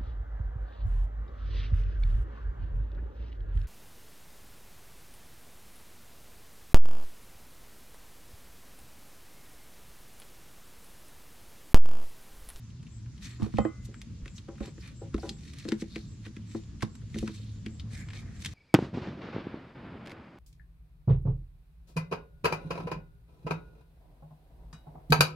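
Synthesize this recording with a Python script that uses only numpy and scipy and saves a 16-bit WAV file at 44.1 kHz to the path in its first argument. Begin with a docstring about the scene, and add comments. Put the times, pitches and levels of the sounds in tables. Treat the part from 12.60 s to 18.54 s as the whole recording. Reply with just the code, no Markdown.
"""Working a drive belt round its pulleys

A gloved hand feeds a rubber belt through a car's wheel arch, outdoors. The belt knocks on the engine
and flaps, the steel tensioner clanks and a long ratchet handle rattles when nudged. Sticky rubber
lets go in ticks; glove and belt stick and slip with a grainy hiss. Behind the work lie the low hum
and rumble of distant engines, faint air and two chirping insects."""
import sys
import numpy as np
from scipy import signal
from scipy.io import wavfile
from scipy.ndimage import uniform_filter1d

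SR = 44100
rng = np.random.default_rng(int(sys.argv[2]) if len(sys.argv) > 2 else 0)


def store_wav(level_fs):
    """Save 16-bit WAV to argv[1]."""
    pcm = np.round(np.clip(np.atleast_2d(level_fs), -1, 1) * 32767)
    wavfile.write(sys.argv[1], SR, pcm.T.astype(np.int16))


N = 261819

# Belt and hand hit the engine: (time [s], thud level [dB], slap level [dB], thud centre [Hz],
# left over right [dB], slap centre [Hz], ring time the hand leaves [factor])
KNOCKS = [(.799, -39.5, -43, 246, -10, 1070, 0.96), (.822, -23, -33.5, 156, -9.5, 876, 0.87),
          (.862, -40, -41, 304, -12, 1080, 0.71), (0.94, -27.5, -43.5, 150, -8.5, 1170, 1.06),
          (.985, -19, -27, 492, -12, 1330, 0.48), (.996, -19.5, -59, 181, -7.5, 1200, 0.57),
          (1.051, -24.5, -39.5, 452, -12, 1210, 0.59), (1.659, -50.5, -35.5, 436, 0.5, 1670, 0.75),
          (1.888, -41, -43, 250, 2, 1300, 0.37), (2.0062, -32, -41, 280, -5.5, 1070, 0.62),
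          (2.079, -41, -54, 387, -1, 2000, 0.86), (2.181, -43.5, -46, 347, 1.5, 1510, 0.54),
          (2.5439, -23.5, -30, 340, 0, 1305, 0.57), (2.581, -40.5, -39, 430, 0, 1290, 0.97),
          (2.706, -38.5, -55, 292, -0.5, 1500, 0.83), (3.053, -34, -38.5, 263, 3, 1470, 1.7),
          (3.083, -38, -37.5, 350, -0.5, 1420, 1.44), (3.1209, -24.5, -24, 307, 2, 1760, 0.79),
          (3.221, -30.5, -35, 270, 0, 2160, 1.07), (3.3602, -34.5, -27, 296, -1, 2140, 1.05),
          (3.665, -42.5, -38.5, 250, -1.5, 1690, 1.4), (3.767, -43.5, -38, 255, 0, 1750, .9),
          (3.949, -30, -39.5, 343, 3.5, 1200, 1.02), (4.227, -30.5, -50, 740, -5, 1720, 0.55),
          (4.229, -23, -29.5, 180, -4.5, 1600, 0.73), (4.545, -34.5, -34, 237, 1, 2030, .8),
          (4.559, -34, -39, 270, -1, 1500, 1.37), (4.627, -24.5, -43, 254, 2.5, 1300, 0.98),
          (4.6776, -39.5, -27.5, 200, 2, 1290, 0.8), (4.693, -38.5, -49, 235, -1.5, 1400, 1.14),
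          (5.063, -37, -31.5, 230, -0.5, 2320, 1.32)]
SHADOW_HZ = 280  # below this, lower tones reach both sides more and more alike


def belt_knocks():
    """Belt and hand thud on the engine; its cover and the wheel arch ring, damped by the hand."""
    # modes of cover and arch: (frequency [Hz], relative level [dB], t60 before the hand's factor [s])
    arch_modes = [(110.2, 3.5, 0.18), (151, -9, 0.22), (214.6, 2, 0.18), (327.7, 1.5, 0.11),
                  (416, -7.5, 0.14), (497.6, -7.5, 0.074), (687, -10, 0.069), (798, -12, 0.12),
                  (1030, -6.5, 0.082), (1120, 1.5, 0.06), (1690, 13, 0.0098)]
    blows = [(s, thud_db, hz, pan_db, share) for s, thud_db, _, hz, pan_db, _, share in KNOCKS]
    return struck(blows, arch_modes, contact_s=0.025, focus_db=9.5, chatter=0.22,
                  thud_db=-0.5, thud_t60=0.066, thud_octaves=0.69, attack_s=0.00023)


def tensioner_clanks():
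    """Short, hard contacts set the tensioner's steel ringing."""
    # hits on the tensioner: (time [s], level [dB], centre [Hz], left over right [dB])
    clanks = [(.983, -32.5, 1060, 1), (1.051, -37, 800, 7)]
    # modes of the steel: (frequency [Hz], relative level [dB], t60 [s])
    steel_modes = [(503, 10, 0.083), (810, 0.5, 0.05), (1055, -3, 0.11), (1148, -18, 0.39),
                   (1227, -12, 0.36), (1270, -11, 0.33), (1453, -17.5, 0.58), (1915, -4, 0.11),
                   (2043, -16, 0.74), (2052, -14, 0.22), (2530, -8, 0.13), (3090, -2, 0.14)]
    blows = [(*clank, 1) for clank in clanks]
    return struck(blows, steel_modes, contact_s=0.0016, focus_db=5.5, chatter=0.2,
                  thud_db=6.0, thud_t60=0.015, thud_octaves=0.78, attack_s=0.00032)


def ratchet_rattle():
    """The long ratchet handle is nudged and chatters as it settles."""
    # nudges on the handle: (time [s], level [dB], centre [Hz])
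    nudges = [(1.286, -57.5, 425), (1.884, -46.5, 590), (2.007, -45, 590), (2.416, -47, 565),
              (2.631, -41, 630), (2.640, -45.5, 420)]
    # modes of the handle: (frequency [Hz], relative level [dB], t60 [s])
    handle_modes = [(335, 12, 0.13), (427, 7, 0.068), (550, 9, 0.057), (799, -4, 0.27), (981, -2.5, 0.11),
                    (1380, 12, 0.028)]
    blows = [(*nudge, 1.5, 1) for nudge in nudges]  # a little left, ringing freely
    return struck(blows, handle_modes, contact_s=0.029, focus_db=15.0, chatter=1.0,
                  thud_db=-6.0, thud_t60=0.11, thud_octaves=0.89, attack_s=0.00036)


def belt_flaps():
    """A free span of belt swings, low when slack, twangy when short and taut; its rubber damps it."""
    # the belt is let go: (time [s], level [dB], pitch [Hz])
    flaps = [(0.827, -25, 60.4), (0.985, -19, 55.2), (1.052, -20, 320), (1.625, -27, 48.5),
             (2.011, -26, 57.3), (2.545, -20, 58), (4.602, -28.5, 56.7), (4.634, -29, 335)]
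    out, t = np.zeros((2, N)), np.arange(SR // 2) / SR
    envelope = decay(t, t60=0.12) * (1 - np.exp(-t / 0.0038))
    for s, level_db, hz in flaps:
        add(out, s, shadowed_pan(-5.0, hz) * from_db(level_db) * envelope * np.sin(2 * np.pi * hz * t))
    return out


def rubber_ticks(faint_count=30, trim_db=-10.0):
    """Rubber creeps, then lets go with a crack round one resonance and a short scattered tail."""
    # sticky rubber lets go: (time [s], level before trim [dB], centre [Hz], bright snap [dB], t60 [s])
    ticks = [(0.229, -50, 2470, -6, 0.034), (.267, -47.5, 2600, -30, .05), (.578, -47.5, 3600, -24, 0.045),
             (.829, -39, 2420, 6, 0.024), (.836, -45, 2380, -3, .03), (0.97, -36, 2480, -32, 0.031),
             (1.343, -38.5, 1510, -32, 0.013), (1.416, -35, 2500, -4, 0.03),
             (1.679, -37.5, 2620, -20, 0.029), (1.7816, -37, 3570, -29, 0.046),
             (1.981, -45.5, 1500, -16, 0.032), (2.058, -39, 2500, 9, 0.016),
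             (2.2764, -39.5, 2260, -8, 0.025), (2.6927, -24.5, 4270, -8, 0.024),
             (2.9352, -39.5, 1560, 1, 0.037), (2.986, -37.5, 4230, 13, 0.027),
             (2.998, -40, 3200, -1, 0.037), (3.088, -28, 4020, -9, 0.015), (4.208, -39, 2000, -13, 0.02),
             (4.2235, -24, 1860, -8, 0.02), (4.2292, -30, 3900, -2, 0.011), (4.353, -43, 1220, -7, 0.022),
             (4.5861, -30, 3140, -0.5, 0.035), (5.1973, -35.5, 3500, -41, 0.069),
             (5.4868, -37.5, 1880, -28, .04), (5.5036, -37.5, 2130, -34, 0.074),
             (5.533, -35, 1950, -30, 0.034), (5.848, -24, 3010, 0, 0.026), (5.8594, -22.5, 3430, -6, 0.028)]
    # a slap of rubber leads each knock, and faint ticks fall at random all through the work
    slaps = [(s - 0.000964, slap_db, hz, -23, 0.018) for s, _, slap_db, _, _, hz, _ in KNOCKS]
    faint = [(when * N / SR, -54.5 + 3 * (2 * size - 1), 2500 * 2 ** (2 * pitch - 1), -24, 0.044)
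             for when, size, pitch in rng.random((faint_count, 3))]
    out, t = np.zeros((2, N)), np.arange(-SR // 50, SR // 5) / SR
    creep = from_db(-13) * np.exp(-abs(t) / 0.01)
    release = from_db(18.5) * (t == 0)
    tail = from_db(-34) * decay(t, t60=0.15)
    for s, level_db, hz, snap_db, t60 in slaps + ticks + faint:
        noise = rng.standard_normal(len(t)) + 0.6 * rng.standard_normal((2, len(t)))
        fall = decay(t, t60) + np.exp(-abs(t) / 0.0063) + tail
        burst = noise * np.where(t < 0, creep, fall) + release
        body = band(burst, hz / 1.26, hz * 1.26, order=1)
        snap = pan(-6.5) * from_db(snap_db) * band(burst, hz, 14000, order=1)
        crack = band(body + snap, 780, 7000)
        onset_rms = np.sqrt(np.mean(crack[:, (t > 0) & (t < .004)] ** 2))
        # the touched part rings briefly with a few partials of its own
        octaves = rng.uniform(-0.382, 2.5, size=4)
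        partials = sum(np.sin(2 * np.pi * hz * 2 ** up * t) * 2 ** -abs(up) for up in octaves)
        ring = from_db(-10) * partials * (t > 0) * decay(t, t60)
        add(out, s + t[0], pan(2.6) * from_db(level_db + trim_db) * (crack / onset_rms + ring))
    return out


def rubbing():
    """Glove and belt stick and slip: swells of hiss, made of tiny grains bunched into uneven slips."""
    # broad hiss of the glove: (peak time [s], half length [s], level [dB], centre [Hz])
    rubs = [(0.65, 0.019, -44.5, 3550), (0.69, 0.073, -54.5, 2340), (0.845, 0.032, -55.5, 2480),
            (0.945, 0.045, -60.5, 2950), (1.253, 0.009, -52.5, 7300), (2.044, 0.044, -55, 2060),
            (2.27, 0.051, -55.5, 1790), (2.665, 0.056, -56, 3970), (2.864, 0.077, -59, 3460),
            (3.009, 0.099, -56.5, 2850), (3.208, 0.015, -49.5, 4300), (3.661, 0.022, -56.5, 2130),
            (3.938, 0.058, -58.5, 3200), (4.614, 0.089, -55, 3640), (4.751, 0.014, -53, 4440),
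            (5.355, 0.04, -54.5, 5050), (5.573, 0.036, -54, 2880), (5.824, 0.0051, -42, 4280),
            (5.87, 0.1, -57, 3450)]
    # narrow hiss of the belt in a pulley groove:
    # (peak time [s], half length [s], level [dB], centre [Hz], half width [octaves])
    slides = [(0.847, 0.039, -47.5, 880, 0.36), (1.773, 0.018, -54, 6140, 0.23),
              (2.215, 0.0081, -52.5, 5000, 0.15), (2.604, .009, -51, 4860, 0.1),
              (3.364, 0.085, -59, 4260, 0.24), (4.774, 0.18, -61, 3520, 0.42),
              (5.393, 0.059, -55, 1666, 0.15), (5.395, 0.061, -55.5, 2170, 0.11),
              (5.402, 0.0089, -48.5, 7200, .05), (5.587, 0.029, -57.5, 2270, 0.066),
              (5.796, 0.18, -62, 1770, 0.34)]
    scuffs = [(s + 0.021, 0.0023, slap_db - 28, 2600) for s, _, slap_db, *_ in KNOCKS]
    glove = [(*rub, 0.97) for rub in rubs + scuffs]  # about two octaves wide
    pulley_murmur = (5.56, 0.42, -62, 550, 1)  # the belt is drawn over the pulley
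    strokes, t = np.zeros((2, N)), np.arange(N) / SR
    noise = rng.standard_normal(N) + 0.8 * rng.standard_normal((2, N))
    for s, half_s, level_db, hz, octaves in glove + slides + [pulley_murmur]:
        near = abs(t - s) < 2 * half_s
        friction = np.roll(noise, rng.integers(N), axis=1)[:, near]
        hiss = rms_one(band(friction, hz / 2 ** octaves, hz * 2 ** octaves))
        strokes[:, near] += from_db(level_db) * hiss * np.exp(-((t[near] - s) / half_s) ** 2)
    grain_db, slip_db = 2.5 * np.tanh(drift(700)), 4.5 * np.tanh(drift(110))
    grainy = rms_one(from_db(grain_db + slip_db)) * strokes
    # two hard surfaces close to the hand throw the hiss back and colour it
    coloured = signal.lfilter([1] + [0] * 21 + [.35] + [0] * 49 + [.3], [1], grainy)
    return band(coloured, 100, 8400) * pan(1) + glove_crinkle(strokes[0]) * pan(-3.0)


def glove_crinkle(strokes, pops_per_s=2500):
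    """The glove crinkles in dense, tiny pops that follow the sliding."""
    treble_power = uniform_filter1d(band(strokes, 2000, 12000) ** 2, size=2000)
    pops = (rng.random(N) < pops_per_s / SR) * rng.standard_normal((2, N))
    pops *= from_db(2.5 * np.minimum(rng.exponential(1, N), 4))  # a few stand out
    return from_db(-7) * np.sqrt(abs(treble_power)) * rms_one(band(pops + 1e-18, 1300, 8370))


def wheel_arch(work):
    """Dense, short echoes bounce between arch and ground; gaps between resonances notch the sound."""
    t = np.arange(SR // 2) / SR
    scatter = band(rng.standard_normal((2, len(t))), 230, 12000, order=1)
    response = scatter * decay(t, t60=0.18) * (1 - np.exp(-t / 0.0001))
    echoes = signal.fftconvolve(work, response / np.linalg.norm(response[0]), axes=1)[:, :N]
    out = work + from_db(-14.5) * echoes
    for gap_hz, q in (612, 6.5), (950, 60.0):
        out = signal.lfilter(*signal.iirnotch(gap_hz, q, fs=SR), out)
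    return out


def engine_hum(start_hz=117.9, sag_hz_per_s=2.7, waver_hz=4.44):
    """A distant engine hums, wavering and slowly dropping in pitch."""
    # swell of the hum: (time [s], level [dB])
    swell = [(0, -48.5), (.6, -46.5), (1.8, -54), (2.8, -72.5), (3.6, -46.5), (4.8, -46), (5.3, -41),
             (5.94, -57)]
    hz = start_hz - sag_hz_per_s * np.arange(N) / SR + waver_hz * drift(14)
    phase = 2 * np.pi * np.cumsum(hz) / SR
    tone = np.sin(phase) + from_db(-19) * np.sin(2 * phase)
    return fader(swell) * rms_one(tone * from_db(3.45 * drift(8.5)))


def engine_rumble():
    """Far engines blend into a low, restless rumble."""
    # tone colour of the rumble: (frequency [Hz], relative level [dB])
    spectrum = [(20, -36), (40, 1.5), (65, 3), (110, 3), (170, -0.5), (240, -4), (330, -28.5), (480, -7.5),
                (800, -49.5), (2000, -49)]
    # swell of the rumble: (time [s], level [dB])
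    swell = [(0, -48), (1.3, -44), (1.8, -47), (2.5, -43), (3.1, -45.5), (3.8, -45), (5.94, -42)]
    return fader(swell) * band(stereo_noise(spectrum, flicker_db=3.0), 28.6, 378, order=3)


def insects(rise_hz=200, rasp_hz=180, chirp_s=.13):
    """Each chirp is a raspy wing resonance that rises in pitch; both insects move from left to centre."""
    # the near insect chirps, slowing for a while: (time [s], relative level [dB])
    near_chirps = [(.351, -59.5), (.70, -58), (1.04, -57), (1.38, -59.5), (1.73, -62), (2.07, -59),
                   (2.40, -56.5), (2.74, -56), (3.12, -60), (3.51, -60), (3.92, -59), (4.35, -60),
                   (4.79, -61), (5.15, -58.5), (5.48, -62), (5.8, -61)]
    far_chirps = [(s, -64) for s in np.arange(.325, N / SR, .465)]  # the far one keeps its pace
    out, progress = np.zeros((2, N)), np.linspace(0, 1, int(chirp_s * SR))
    envelope = np.sin(np.pi * progress ** 0.9) / 2
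    for chirps, top_hz in (near_chirps, 7610), (far_chirps, 7180):
        phase = 2 * np.pi * np.cumsum(top_hz - rise_hz * (1 - progress) ** 2) / SR
        for s, level_db in chirps:
            noise = rng.standard_normal((2, 2, SR // 2))
            rasp = rms_one(band(noise, 2.4, rasp_hz)[..., -len(progress):])
            chirp = (rasp[0] * np.sin(phase) + rasp[1] * np.cos(phase)) * envelope
            pan_db = np.interp(s, [1, 2.7], [8, 0])
            add(out, s - chirp_s / 2, pan(pan_db) * from_db(level_db) * chirp)
    return out


def open_air():
    """The open air hisses faintly all round."""
    # tone colour of the hiss: (frequency [Hz], relative level [dB])
    spectrum = [(400, -9), (900, 10), (2000, 8), (4300, 8), (7000, 8.5), (8600, -2), (12000, -30),
                (17000, -64)]
    return from_db(-64.5) * stereo_noise(spectrum, flicker_db=1.3)


def struck(blows, modes, contact_s, focus_db, chatter, thud_db, thud_t60, thud_octaves, attack_s):
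    """A blow favours the modes near its centre; countless weak modes add a dry thud."""
    out, t = np.zeros((2, N)), np.arange(SR // 2) / SR
    for s, level_db, centre_hz, pan_db, ring_share in blows:
        low_hz, high_hz = centre_hz / 2 ** thud_octaves, centre_hz * 2 ** thud_octaves
        thud = rms_one(band(rng.standard_normal(len(t)), low_hz, high_hz, order=3))
        body = shadowed_pan(pan_db, centre_hz) * from_db(thud_db) * thud * decay(t, thud_t60 * ring_share)
        skew = np.array([[pan_db * 0.15], [0]])  # off-centre blows reach the two sides out of phase
        for k, (hz, mode_db, t60) in enumerate(modes):
            strength = from_db(mode_db - focus_db * np.log2(hz / centre_hz) ** 2 + rng.normal())
            ring = (-1) ** k * np.sin(2 * np.pi * hz * t + skew) * decay(t, t60 * ring_share)
            body += shadowed_pan(pan_db, hz) * strength * ring
        grit = rng.standard_normal(len(t)) * np.exp(-t / contact_s)  # the contact chatters as it seats
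        force = (t == 0) + chatter * grit / np.linalg.norm(grit)
        blow = signal.fftconvolve(body * (1 - np.exp(-t / attack_s)), force[None], axes=1)
        add(out, s, from_db(level_db) * blow)
    return out


def stereo_noise(spectrum, flicker_db):
    """Half-octave bands of noise, each with its own level, flicker and stereo width; rms 1."""
    # likeness of left and right: (frequency [Hz], correlation [-1 to 1])
    likeness = [(60, 1), (200, 0.87), (800, 0.35), (2500, 0.47), (5000, 0.15), (8000, -0.72),
                (14000, -0.36)]
    out, edges = 0, 20 * 2 ** np.arange(0, 10.1, .5)
    white = rng.standard_normal((2, 2, N))
    for k, (low, high) in enumerate(zip(edges, edges[1:])):
        mid, side = band(white[k % 2], low, high)
        hz = np.sqrt(low * high)
        alike = at_hz(likeness, hz)
        gain = from_db(at_hz(spectrum, hz) + flicker_db * drift(30))
        out = out + gain * (np.sqrt(1 + alike) * mid + np.sqrt(1 - alike) * side * [[1], [-1]])
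    return rms_one(out)


def from_db(db):
    return 10 ** (np.asarray(db) / 20)


def rms_one(x):
    return x / np.sqrt(np.mean(x ** 2) + 1e-20)


def decay(t, t60):
    """Falls 60 dB in t60 seconds, on either side of t = 0."""
    return np.exp(-np.log(1000) * abs(t) / t60)


def fader(points):
    """Gain for every sample from (time [s], level [dB]) points."""
    return from_db(np.interp(np.arange(N) / SR, *np.transpose(points)))


def at_hz(points, hz):
    """Reads a curve on a log-frequency axis."""
    frequencies, values = np.transpose(points)
    return np.interp(np.log(hz), np.log(frequencies), values)


def pan(db):
    """Left and right gains; positive is left."""
    return from_db(np.array([[db], [-db]]) / 2)


def shadowed_pan(db, hz):
    """A pan that narrows for low tones."""
    return pan(db * min(hz / SHADOW_HZ, 1))


def add(out, s, sound):
    """Mixes a stereo sound in at time s."""
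    start = max(int(s * SR), 0)
    out[:, start:start + sound.shape[1]] += sound[:, :N - start]


def band(x, low_hz, high_hz, order=2):
    """Butterworth band-pass."""
    edges = [low_hz, min(high_hz, SR / 2 - 500)]
    return signal.sosfilt(signal.butter(order, edges, "band", fs=SR, output="sos"), x)


def drift(knots_per_s):
    """A random wander of rms 1."""
    knots = rng.standard_normal(4000)
    return rms_one(np.interp(np.arange(N) / SR * knots_per_s, np.arange(len(knots)), knots))


def scene():
    """The work is close, inside the wheel arch; the background lies all round."""
    hits = belt_knocks() + tensioner_clanks() + ratchet_rattle()
    work = wheel_arch(hits + belt_flaps() + rubber_ticks() + rubbing())
    work[0] = np.roll(work[0], 1)  # sound reaches the left microphone a sample later
    return work + engine_hum() + engine_rumble() + open_air() + insects()


def record(dry):
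    """The microphones lose the highest treble; the top is cut steeply."""
    soft = signal.sosfilt(signal.butter(4, 14500, fs=SR, output="sos"), dry)
    return signal.sosfilt(signal.ellip(10, .1, 80, 15600, fs=SR, output="sos"), soft)


dry = scene()
out = record(dry)
store_wav(out)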